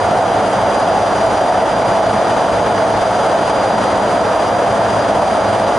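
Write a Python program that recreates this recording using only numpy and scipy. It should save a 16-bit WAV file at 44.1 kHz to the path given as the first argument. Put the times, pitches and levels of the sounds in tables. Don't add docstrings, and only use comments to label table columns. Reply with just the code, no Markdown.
import sys
import numpy as np
from scipy.fft import rfft, irfft, next_fast_len
from scipy.io import wavfile
from scipy.ndimage import uniform_filter1d, minimum_filter1d, map_coordinates

SR = 44100
rng = np.random.default_rng(int(sys.argv[2]) if len(sys.argv) > 2 else 0)


def unload_audio(sound):
    columns = np.transpose(np.atleast_2d(sound))
    steps = np.round(np.clip(columns, -1, 1) * 32767)
    wavfile.write(sys.argv[1], SR, steps.astype(np.int16))


N = 254898


def amp(db):
    return 10 ** (np.asarray(db) / 20)


def along(points, hz):
    f, value = np.transpose(points)
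    return np.interp(np.log(hz + 1), np.log(f + 1), value)


def wobble(rate_hz):
    knots = rng.standard_normal(int(N * rate_hz / SR) + 4)
    return map_coordinates(knots, [np.arange(N) * rate_hz / SR])


def swells(rows):
    t = np.arange(N) / SR
    return sum(db * np.exp(-((t - peak_s) / half_s) ** 2) for peak_s, half_s, db in rows)


def filtered(x, response):
    size = next_fast_len(N + SR // 4)
    hz = np.fft.rfftfreq(size, 1 / SR)
    return irfft(rfft(x, size) * response(hz), size)[..., :N]


def resonances(modes, hz):
    power = 0
    for centre_hz, width_hz, db in modes:
        detuning = (centre_hz ** 2 - hz ** 2) / (1.28 * width_hz * hz + 1e-9)
        power += (amp(db) / (1 + detuning ** 2)) ** 2
    return np.sqrt(power)


def ringing(centre_hz, width_hz, steady_s, spread=0.1):
    drive = rng.standard_normal((2, 2, N))
    real, imag = filtered(drive, lambda hz: 1 / (1 + (hz / (0.88 * width_hz)) ** 2))
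    carrier = np.exp(2j * np.pi * np.cumsum(centre_hz * np.ones(N)) / SR)
    mid, side = ((real + 1j * imag) * carrier).real
    pair = np.array([mid + spread * side, mid - spread * side])
    window = int(steady_s * SR)
    power = np.mean(pair ** 2, axis=0)
    smooth_power = uniform_filter1d(uniform_filter1d(power, window), window)
    return pair / np.sqrt(np.abs(smooth_power) + 1e-12)


# f/Hz, left-right correlation
COHERENCE = [(40, .98), (90, .987), (150, .982), (230, .955), (330, .925), (620, .91), (1100, .84),
             (2000, .79), (3300, .79), (4500, .68), (7000, .75), (11000, .77)]


def rush(colour):
    def mid_and_side(hz):
        angle = np.arccos(along(COHERENCE, hz)) / 2
        return colour(hz) * np.array([np.cos(angle), np.sin(angle)])
    mid, side = filtered(rng.standard_normal((2, N)), mid_and_side)
    pair = np.array([mid + side, mid - side])
    return pair / np.sqrt(np.mean(pair ** 2))


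# f/Hz, relative density/dB
ROAR_SPECTRUM = [(120, -40), (250, -11), (370, -10), (480, -5.5), (600, -2), (730, -2.5), (795, -5),
                 (930, -5), (1030, -9.5), (1350, -12), (1800, -19), (2350, -26), (4000, -34.5), (8000, -83)]


def rolling_roar(level_db=-9, flutter_db=0.18):
    return rush(lambda hz: amp(along(ROAR_SPECTRUM, hz))) * amp(level_db + flutter_db * wobble(25))


# f/Hz, width/Hz, relative level/dB
CAB_MODES = [(30, 30, -28), (51.7, 14, -10), (63, 11, -11), (82, 13, -8), (105.2, 7.7, 0.5),
             (120, 45, -6.5), (180, 35, -4.5), (207.6, 20.3, -0.5)]


def cab_boom(level_db=-21.5, buffet_db=1.1):
    return rush(lambda hz: resonances(CAB_MODES, hz)) * amp(level_db + buffet_db * wobble(17))


# f/Hz, relative density/dB
HISS_SPECTRUM = [(900, -2), (2300, -0.5), (3200, 12), (3700, -1), (4400, 0), (5300, 2), (6500, 2.5),
                 (7500, -2), (9000, 1), (9800, -1.5), (11000, -3)]


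def air_hiss(level_db=-29.2, gust_db=1.0):
    return rush(lambda hz: amp(along(HISS_SPECTRUM, hz))) * amp(level_db + gust_db * wobble(35))


# multiple, left level/dB, right level/dB
WHINE_PARTIALS = [(1, -35, -34.3), (8, -48.5, -50.5), (9, -54.5, -54.5), (10, -47.4, -46.8),
                  (11, -46.5, -47.2), (12, -47.5, -45), (13, -48.5, -51.6), (14, -53, -44.4),
                  (15, -60, -54), (16, -39, -39.4), (17, -54, -52.6), (19, -51, -45.5), (20, -52.5, -49.2),
                  (21, -52.4, -55.6), (22, -48.6, -50), (23, -59, -58), (25, -62, -55.8),
                  (30, -61.8, -58.4), (31, -59.4, -60.3)]
# t/s, level/dB
WHINE_GAIN = [(0, 5.5), (.35, 4.5), (.9, 6), (2, 5.5), (2.5, 6.5), (4.9, 5), (5.2, 5), (5.78, 6)]


def supply_whine(ripple_hz=299.86, flutter=0.18, drift_db=0.5):
    t = np.arange(N) / SR
    phase = 2 * np.pi * ripple_hz * t
    tones = np.zeros((2, N))
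    for multiple, left_db, right_db in WHINE_PARTIALS:
        partial = np.sqrt(2) * np.sin(round(multiple) * phase + rng.uniform(0, 2 * np.pi))
        drift = amp(drift_db * wobble(3))
        flicker = wobble(45) + np.array([wobble(60), wobble(60)])
        tones += amp([[left_db], [right_db]]) * partial * drift * (1 + flutter * flicker)
    times_s, gain_db = np.transpose(WHINE_GAIN)
    return tones * amp(np.interp(t, times_s, gain_db))


# t/s, half length/s, level change/dB
CORRUGATION = [(.25, .24, 5.5), (.95, .12, 5), (1.53, .19, 5), (2.6, .15, 2), (3.33, .14, 4.5),
               (3.92, .2, -4), (4.56, .1, 3), (5.25, .11, 4.5)]


def corrugation_howl(level_db=-15.5, base_hz=672.4, rise_hz_per_db=9, waver=0.015):
    depth_db = swells(CORRUGATION)
    pitch_hz = (base_hz + rise_hz_per_db * depth_db) * (1 + waver * wobble(12))
    return ringing(pitch_hz, width_hz=83, steady_s=0.022) * amp(level_db + depth_db)


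# t/s, half length/s, rise/dB
SPURT_SWELLS = [(.51, 0.021, 12), (.8, 0.018, 8), (5.347, 0.025, 9)]
# f/Hz, width/Hz, relative level/dB
SIZZLE_BAND = [(9000, 2600, 0)]


def air_spurts(floor_db=-46.5):
    return rush(lambda hz: resonances(SIZZLE_BAND, hz)) * amp(floor_db + swells(SPURT_SWELLS))


# t/s, half length/s, rise/dB
SINGING_SWELLS = [(1.22, 0.089, 12), (2.05, 0.21, 12.5), (2.9, 0.28, 8.5), (4.33, 0.14, 8.5),
                  (4.78, .12, 8), (5.45, 0.3, 9.5)]


def wheel_singing(floor_db=-23.5, pitch_hz=659):
    return ringing(pitch_hz, width_hz=9.5, steady_s=0.12) * amp(floor_db + swells(SINGING_SWELLS))


# t/s, half length/s, rise/dB
UPPER_MODE_SWELL = [(2.9, 1.1, 4.5)]


def upper_wheel_mode(floor_db=-24.5, pitch_hz=851.6, drift_db=1.7):
    level_db = floor_db + swells(UPPER_MODE_SWELL) + drift_db * wobble(3.02)
    return ringing(pitch_hz, width_hz=40, steady_s=0.088) * amp(level_db)


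def scene():
    wheels = rolling_roar() + corrugation_howl() + wheel_singing() + upper_wheel_mode()
    air = cab_boom() + air_hiss() + air_spurts()
    return (wheels + air) * amp([[-0.2], [0.2]]) + supply_whine()


def record(dry, threshold_db=-7.0, slope=0.7, attack_s=0.002, hold_s=0.014, cutoff_hz=11050):
    attack, hold = int(attack_s * SR), int(hold_s * SR)
    overshoot = np.maximum(np.abs(dry).max(axis=0) / amp(threshold_db), 1)
    held_gain = minimum_filter1d(overshoot ** -slope, attack + hold, origin=hold // 2 - 1)
    gain = uniform_filter1d(held_gain, attack)
    return filtered(dry * gain, lambda hz: hz < cutoff_hz)


dry = scene()
out = record(dry)
unload_audio(out)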